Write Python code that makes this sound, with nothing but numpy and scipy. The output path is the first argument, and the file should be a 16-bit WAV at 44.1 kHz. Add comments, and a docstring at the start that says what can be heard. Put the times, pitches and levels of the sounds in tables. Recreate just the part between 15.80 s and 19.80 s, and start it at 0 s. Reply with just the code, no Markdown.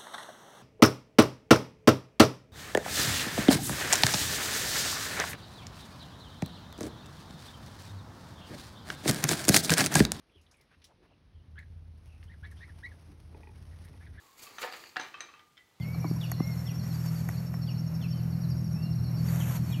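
"""Insects and birds on a country lane

Insects trill with quick wing strokes, small birds chirp and whistle, and bushes and trees echo them.
A muffled low throb, probably an idling engine, runs underneath, with a soft hiss of distant air.
Fingers knock on the phone and make its case ring, rub it lightly and slide over it near the end."""
import sys
import numpy as np
from scipy import signal
from scipy.fft import rfft, irfft
from scipy.io import wavfile

SR = 44100
rng = np.random.default_rng(int(sys.argv[2]) if len(sys.argv) > 2 else 0)


def wav_out(sig):
    """Save sig, one row per channel (or a flat mono array), as 16-bit PCM at SR to the path in sys.argv[1]."""
    wavfile.write(sys.argv[1], SR, np.round(np.clip(np.atleast_2d(sig).T, -1, 1) * 32767).astype(np.int16))


N = 176400  # 4 seconds

# runs of insect wing strokes: start_s, end_s, period_s, pitch_hz, stroke_s, fall_hz, level_db
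TRILLS = [(0.199, .71, .0778, 5660, 0.023, 320, -50.5), (0.898, 1.1, .0768, 5690, 0.033, 320, -50.5),
          (1.138, 1.64, 0.072, 5650, 0.032, 324, -57.5), (1.911, 2.5, 0.073, 5645, 0.028, 317, -57),
          (2.606, 2.96, .076, 5640, 0.031, 316, -53.5), (3.15, 3.8, 0.077, 5650, 0.022, 320, -52.5),
          (0.051, .56, .08, 5510, 0.059, 60, -62), (0.608, 1.32, .0803, 5458, 0.054, 25, -52),
          (1.335, 1.62, .0803, 5450, 0.068, 70, -64), (1.65, 2.36, .0803, 5445, 0.047, 25, -52),
          (2.694, 3.48, .0805, 5442, 0.047, 25, -54), (3.82, 4, 0.087, 5520, 0.037, 60, -56),
          (1.926, 2.42, 0.074, 6470, .014, 200, -59.5), (2.631, 2.96, 0.059, 6540, 0.015, 200, -62)]
# high bird chirps: middle_s, pitch_hz, level_db
CHIRPS = [(0.027, 4400, -54), (0.146, 4300, -56), (0.274, 4410, -50.5), (.307, 4640, -53.5),
          (0.469, 4500, -55), (0.531, 4320, -49), (.581, 4325, -54), (0.638, 4230, -55.5),
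          (.725, 4370, -54), (1.005, 4310, -54), (1.116, 4280, -53.5), (1.146, 4730, -49.5),
          (1.25, 4700, -52.5), (1.28, 4500, -51), (1.368, 4560, -53), (1.399, 4500, -52),
          (1.543, 4320, -53.5), (1.58, 4500, -49.5), (1.827, 4420, -52), (1.889, 4520, -53),
          (1.954, 4327, -53), (2.08, 4286, -64), (2.231, 4287, -54), (2.333, 4490, -49.5),
          (2.392, 4500, -57), (2.534, 4380, -54), (2.643, 4250, -50.5), (2.718, 4750, -51.5),
          (3.026, 4500, -56.5), (3.061, 4300, -54.5), (3.13, 4200, -59), (3.187, 4320, -56.5),
          (3.251, 4300, -57), (3.272, 4320, -55), (3.374, 4400, -54), (3.392, 4555, -49.5),
          (3.488, 4540, -47), (3.603, 4514, -62), (3.725, 4474, -56), (3.767, 4350, -50),
          (3.882, 4450, -56)]
# bird calls that slide down: start_s, first_pitch_hz, level_db
SLIDING_CALLS = [(0, 3950, -56), (.400, 4350, -43.5), (0.861, 3950, -49.5), (1.86, 3955, -53),
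                 (2.206, 3880, -49), (3.589, 3946, -46), (3.912, 4180, -47)]
# bird whistles: start_s, length_s, first_pitch_hz, middle_pitch_hz, last_pitch_hz, level_db
WHISTLES = [(-.06, 0.27, 1900, 2202, 2350, -49.5), (0.208, .09, 2370, 2280, 2030, -50),
            (0.544, .24, 1816, 2150, 1950, -51.5), (0.816, 0.14, 1950, 2020, 1950, -58.5),
            (0.979, .1, 1980, 1970, 1900, -61), (2.293, 0.119, 2920, 3080, 2890, -59.5),
            (2.921, 0.21, 2360, 2754, 2761, -58), (3.879, 0.18, 2520, 2410, 2728, -54.5)]
# the engine's tones at 3 and 4 times its firing rate: time_s, firing_hz, third_db, fourth_db
ENGINE_IDLE = [(0.0, 39.7, -39, -38), (0.15, 40.77, -37, -36.5), (0.91, 40.82, -36, -38.5),
               (1.37, 40.52, -37, -33.5), (1.67, 42.13, -38, -40.5), (1.97, 40.29, -34, -34),
               (2.14, 40.92, -40, -33), (2.41, 41.18, -33, -37.5), (2.51, 41.84, -36.5, -34),
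               (2.63, 42.15, -33.5, -33.5), (2.74, 41.06, -32, -36.5), (2.99, 40.43, -37, -34),
               (3.16, 40.96, -32.5, -33.5), (3.31, 40.45, -31.5, -39), (3.5, 41.3, -33, -29),
               (3.7, 40.7, -30, -37), (3.89, 41.44, -33, -37), (4.0, 41.7, -33, -34)]
# its weaker tones, set against the average of those two: multiple, relative_db
ENGINE_WEAK_TONES = [(1, -37), (2, -11.5), (5, -17), (6, -32), (7, -32), (8, -33.5)]
# tone colour of the low rumble: frequency_hz, relative_db
RUMBLE_COLOUR = [(20, -48), (48, -26), (62, -23.5), (76, -5), (100, -2.5), (150, 0), (200, -3), (250, -16),
                 (320, -18), (420, -32), (800, -51)]
# loudness of the rumble: time_s, level_db
RUMBLE_LEVEL = [(0, -39.5), (2, -39), (3.3, -36), (3.6, -36), (4, -35.5)]
# finger knocks, with a level for each part of the sound: time_s, thump_db, body_db, tap_db,
# tick_db, hollow_db
KNOCKS = [(.1462, -48, -34, -54, -60, -70), (.2432, -51, -24, -47, -62, -60),
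          (.2495, -18.5, -39, -50, -62, -33.5), (0.3116, -15.5, -35.5, -62, -60, -57),
          (.361, -52, -55, -63, -56, -37), (0.5162, -33, -23.5, -28.5, -27.5, -55),
          (.6016, -51, -23, -40, -57, -58), (.6056, -11.5, -38, -58, -66, -55),
          (1.4883, -42, -28, -25.5, -34.5, -68), (1.7393, -50, -30.5, -33.5, -53, -70)]
# the tones the case rings with, for each part: pitch_hz, fade_s (to fall 60 dB), rise_s, relative_db
CASE_TONES = {"thump": [(193, .018, .0011, 5.5), (269, 0.023, 0.0019, -7)],
              "body": [(758.5, 0.014, 0.00078, 1.5), (1113, 0.015, 0.00073, -0.5)],
              "tap": [(1450, 0.013, 0.00057, -0.5), (1950, 0.017, 0.00087, -0.5),
              (2220, 0.016, 0.00033, -7.5)], "tick": [(6600, 0.017, 0.00017, -5),
              (7700, 0.006, 0.00012, -6.5), (10900, 0.0036, 0.000085, 1), (11960, 0.0088, 0.000072, 3)],
              "hollow": [(290, .08, 0.0034, 4.5), (987, 0.06, 0.0017, -4), (1465, 0.038, .003, -11.5)]}
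# small shifts of the grip: time_s, relative_db
GRIP_TICKS = [(0.087, -44), (0.3374, -40), (0.412, -37), (0.4344, -46), (0.4554, -42), (0.498, -33),
              (0.814, -44), (1.5352, -45), (1.6034, -37), (2.707, -37)]
# tone colour of skin on the case: frequency_hz, relative_db
SKIN_COLOUR = [(150, -10), (400, 0.5), (800, 2.5), (1300, 0), (2200, -2.5), (3000, -9.5), (4000, -11.5),
               (5000, -24), (6000, -6), (6900, -3.5), (8000, -11), (10000, -12), (11500, -8), (12600, -0.5),
               (14000, -4)]
# loudness of the rubbing: time_s, level_db
RUB_LEVEL = [(0, -62), (.2, -56.5), (.45, -54.5), (.6, -58.5), (.76, -49.5), (.92, -55.5), (1.25, -49.5),
             (1.45, -51), (1.62, -54), (1.7, -59), (2.4, -64), (3.33, -70), (3.43, -49.5), (3.51, -42),
             (3.67, -42.5), (3.76, -39), (3.805, -54), (3.88, -49.5), (4, -53.5)]
# tone colour of distant air and far insects: frequency_hz, relative_db
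AIR_COLOUR = [(200, -14), (400, 2.5), (620, 6), (900, -0.5), (1400, -2.5), (2100, -8), (2900, -11.5),
              (3300, -39), (3800, -15), (4400, -16), (5000, -15.5), (5550, -5.5), (6000, -21), (6600, -18),
              (8000, -40), (10000, -21), (11500, -12.5), (12800, -8), (14000, -17)]


def insect_trills():
    """Insect wings make runs of evenly spaced strokes, each a short tone that sags in pitch."""
    overtone_hz, overtone_width_hz = 11220, 200  # the wing's overtone rings only near this pitch
    out = np.zeros(N)
    for start, end, period, hz, length, fall_hz, db in TRILLS:
        u = progress(length)
        pitch = hz + fall_hz * (.5 - u)
        overtone = gain(-5) * np.exp(-((2 * pitch - overtone_hz) / overtone_width_hz) ** 2)
        for at in np.arange(start, end, period):
            swell = gain(db + rng.standard_normal()) * np.sin(np.pi * u)
            add(out, at, swell * (tone(pitch) + overtone * tone(2 * pitch)))
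    return tree_echo(flutter(out, depth=.4, rate_hz=126), echo_db=-11)


def bird_chirps():
    """Small birds give quick falling chirps, no two alike, with a faint twitter behind them."""
    typical_s, typical_fall_hz, variety = .042, 800, .22
    twitter_hz, spread_hz, twitter_db = 4500, 226, -59.5
    twitter = [(when * N / SR, twitter_hz + spread_hz * (2 * height - 1), twitter_db)
               for when, height in rng.random(size=(36, 2))]
    out = np.zeros(N)
    for middle, hz, db in CHIRPS + twitter:
        stretch, slope = np.exp(variety * rng.standard_normal(2))
        length = typical_s * stretch
        u = progress(length)
        pitch = hz + typical_fall_hz * slope * (.5 - u)
        add(out, middle - length / 2, gain(db) * np.sin(np.pi * u) ** 1.54 * tone(pitch))
    return tree_echo(flutter(out, depth=.47, rate_hz=130), echo_db=-6)


def bird_slides():
    """A nearer bird's call slides steeply down, then flattens and fades."""
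    length_s, fall_s, floor_hz = .088, .042, 1900
    out, u = np.zeros(N), progress(length_s)
    swell = np.sin(np.pi * u ** .57) ** 2  # peaks early
    for at, hz, db in SLIDING_CALLS:
        pitch = floor_hz + (hz - floor_hz) * np.exp(-u * length_s / fall_s)
        add(out, at, gain(db) * swell * tone(pitch))
    return tree_echo(flutter(out, depth=.67, rate_hz=97), echo_db=-5.5)


def bird_whistles():
    """Far birds whistle slow, pure notes that bend in pitch."""
    out = np.zeros(N)
    for at, length, first_hz, middle_hz, last_hz, db in WHISTLES:
        u = progress(length)
        arch = np.sin(np.pi * u)
        bend_hz = middle_hz - (first_hz + last_hz) / 2
        pitch = first_hz + (last_hz - first_hz) * u + bend_hz * arch
        add(out, at, gain(db) * arch * tone(pitch))
    return tree_echo(flutter(out, depth=.18, rate_hz=46), echo_db=-8.5)


def idling_engine():
    """Muffled firings: low tones at multiples of the firing rate throb together over a rumble."""
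    rate_wobble, boost_db, waver_db = .0075, .89, .17
    firing_hz = curve(ENGINE_IDLE) * (1 + rate_wobble * wander(10.5))
    phase = 2 * np.pi * np.cumsum(firing_hz) / SR
    third_db, fourth_db = curve(ENGINE_IDLE, column=2), curve(ENGINE_IDLE, column=3)
    tones = [(3, third_db), (4, fourth_db)]
    tones += [(multiple, (third_db + fourth_db) / 2 + db) for multiple, db in ENGINE_WEAK_TONES]
    hum = np.zeros(N)
    for multiple, db in tones:
        level = np.sqrt(2) * gain(db + boost_db + waver_db * wander(10))
        hum += level * np.cos(multiple * phase + 2 * np.pi * rng.random())
    hum *= 1 + .1 * np.cos(phase / 4) + .035 * np.cos(phase / 2)  # uneven every four and two firings
    rumble = gain(curve(RUMBLE_LEVEL)) * colour(rng.standard_normal(N), RUMBLE_COLOUR)
    return hum + rumble


def finger_knocks():
    """Fingers knock on the case and make it ring: soft knocks thump, hard ones tick."""
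    grit, contact_s, low_cut_hz = .05, .0017, 108
    out, t = np.zeros(N), np.arange(SR // 10) / SR
    for at, *part_levels in KNOCKS:
        push = grit * rng.standard_normal(len(t)) * np.exp(-t / contact_s)
        push[0] += 1  # one sharp hit ahead of the grit
        for (part, tones), level_db in zip(CASE_TONES.items(), part_levels):
            ring = np.zeros(len(t))
            for hz, fade_s, rise_s, db in tones:
                rise = (1 - np.exp(-t / rise_s)) ** 2
                ring += gain(db) * np.sin(2 * np.pi * hz * t) * rise * fade(t, fade_s)
            if part != "thump":
                ring = signal.fftconvolve(ring, push)
            add(out, at, -gain(level_db) * ring)
    return signal.sosfilt(signal.butter(2, low_cut_hz, "highpass", fs=SR, output="sos"), out)


def grip_ticks():
    """The grip shifts, and skin makes tiny dry ticks on the case."""
    base_db, decay_s = -5, .00092
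    level, t = np.zeros(N), np.arange(SR // 50) / SR
    for at, db in GRIP_TICKS:
        add(level, at, gain(base_db + db) * np.exp(-t / decay_s))
    return level * colour(rng.standard_normal(N), SKIN_COLOUR)


def finger_rubbing():
    """Skin slides on the case: a hiss with tiny catches."""
    catches_per_s, scatter_db, catch_db, flicker_db = 110, 2.5, -8.5, 1.5
    catches = (rng.random(N) < catches_per_s / SR) * rng.choice([-1, 1], N)
    catches = catches * gain(scatter_db * np.minimum(rng.exponential(1, N), 4))
    friction = rng.standard_normal(N) + gain(catch_db) * catches / catches.std()
    return colour(friction, SKIN_COLOUR) * gain(curve(RUB_LEVEL) + flicker_db * wander(17))


def distant_air():
    """The countryside hisses and gently wavers, and far insects blend into one thin ring."""
    ring_hz, ring_width_hz, ring_db, air_db = 5444, 21, -68.5, -54
    phase = 2 * np.pi * ring_hz * np.arange(N) / SR
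    ring = wander(ring_width_hz) * np.cos(phase) + wander(ring_width_hz) * np.sin(phase)
    hiss = colour(rng.standard_normal(N), AIR_COLOUR) * gain(air_db + wander(4.1))
    return hiss + gain(ring_db) * ring


def tree_echo(x, echo_db):
    """A sound, plus a soft wash of echo from the leaves and four quick bounces off the bushes."""
    fade_s, rise_s, bounce_db = .87, .0047, -8
    t = np.arange(SR) / SR
    echo = rng.standard_normal(SR) * fade(t, fade_s) * (1 - np.exp(-(t / rise_s) ** 2))
    echo *= gain(echo_db) / np.linalg.norm(echo)
    for delay_s in rng.uniform(.003, .028, 4):
        add(echo, delay_s, [gain(echo_db + bounce_db)])
    return x + signal.fftconvolve(x, echo)[:N]


def flutter(x, depth, rate_hz):
    """Shake a sound's level and phase, as if it came through leaves."""
    shake = 1 + depth * (wander(rate_hz) + 1j * wander(rate_hz))
    return (signal.hilbert(x) * shake).real / np.sqrt(1 + 2 * depth ** 2)


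def gain(db):
    """Turn decibels into a number to multiply by."""
    return 10 ** (np.asarray(db) / 20)


def fade(t, fade_s):
    """Die away by 60 dB every fade_s seconds."""
    return np.exp(-np.log(1000) * t / fade_s)


def curve(rows, column=1):
    """One column of a table, joined by straight lines in time."""
    rows = np.array(rows, float)
    return np.interp(np.arange(N) / SR, rows[:, 0], rows[:, column])


def wander(rate_hz):
    """Smooth random motion of typical size 1, mostly slower than rate_hz."""
    hz = np.arange(N // 2 + 1) * SR / N
    motion = irfft(rfft(rng.standard_normal(N)) * np.exp(-(hz / rate_hz) ** 2 / 2), N)
    return motion / motion.std()


def colour(x, points):
    """Shape a sound's lows and highs with a tone colour table, then scale it to a typical size of 1."""
    hz, db = np.array(points, float).T
    all_hz = np.maximum(np.arange(N // 2 + 1) * SR / N, 1)
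    shaped = irfft(rfft(x) * gain(np.interp(np.log(all_hz), np.log(hz), db)), N)
    return shaped / shaped.std()


def add(out, start_s, x):
    """Mix a short sound in at a given time."""
    offset = int(round(start_s * SR))
    first, last = max(offset, 0), min(offset + len(x), N)
    if last > first:
        out[first:last] += x[first - offset:last - offset]


def progress(length_s):
    """A ramp from 0 to 1 through a note, called u above."""
    return np.linspace(0, 1, max(int(length_s * SR), 2))


def tone(hz):
    """A pure tone that follows a pitch curve."""
    return np.sin(2 * np.pi * (np.cumsum(hz) / SR + rng.random()))


def scene():
    """Everything heard at the phone, in one channel."""
    lane = idling_engine() + insect_trills() + bird_chirps() + bird_slides() + bird_whistles()
    fingers = finger_knocks() + grip_ticks() + finger_rubbing()
    return (lane + fingers + distant_air())[None]


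def record(dry):
    """The phone steeply cuts the highest treble."""
    top_hz = 13250
    return signal.sosfilt(signal.ellip(12, .2, 80, top_hz, fs=SR, output="sos"), dry)


dry = scene()
out = record(dry)
wav_out(out)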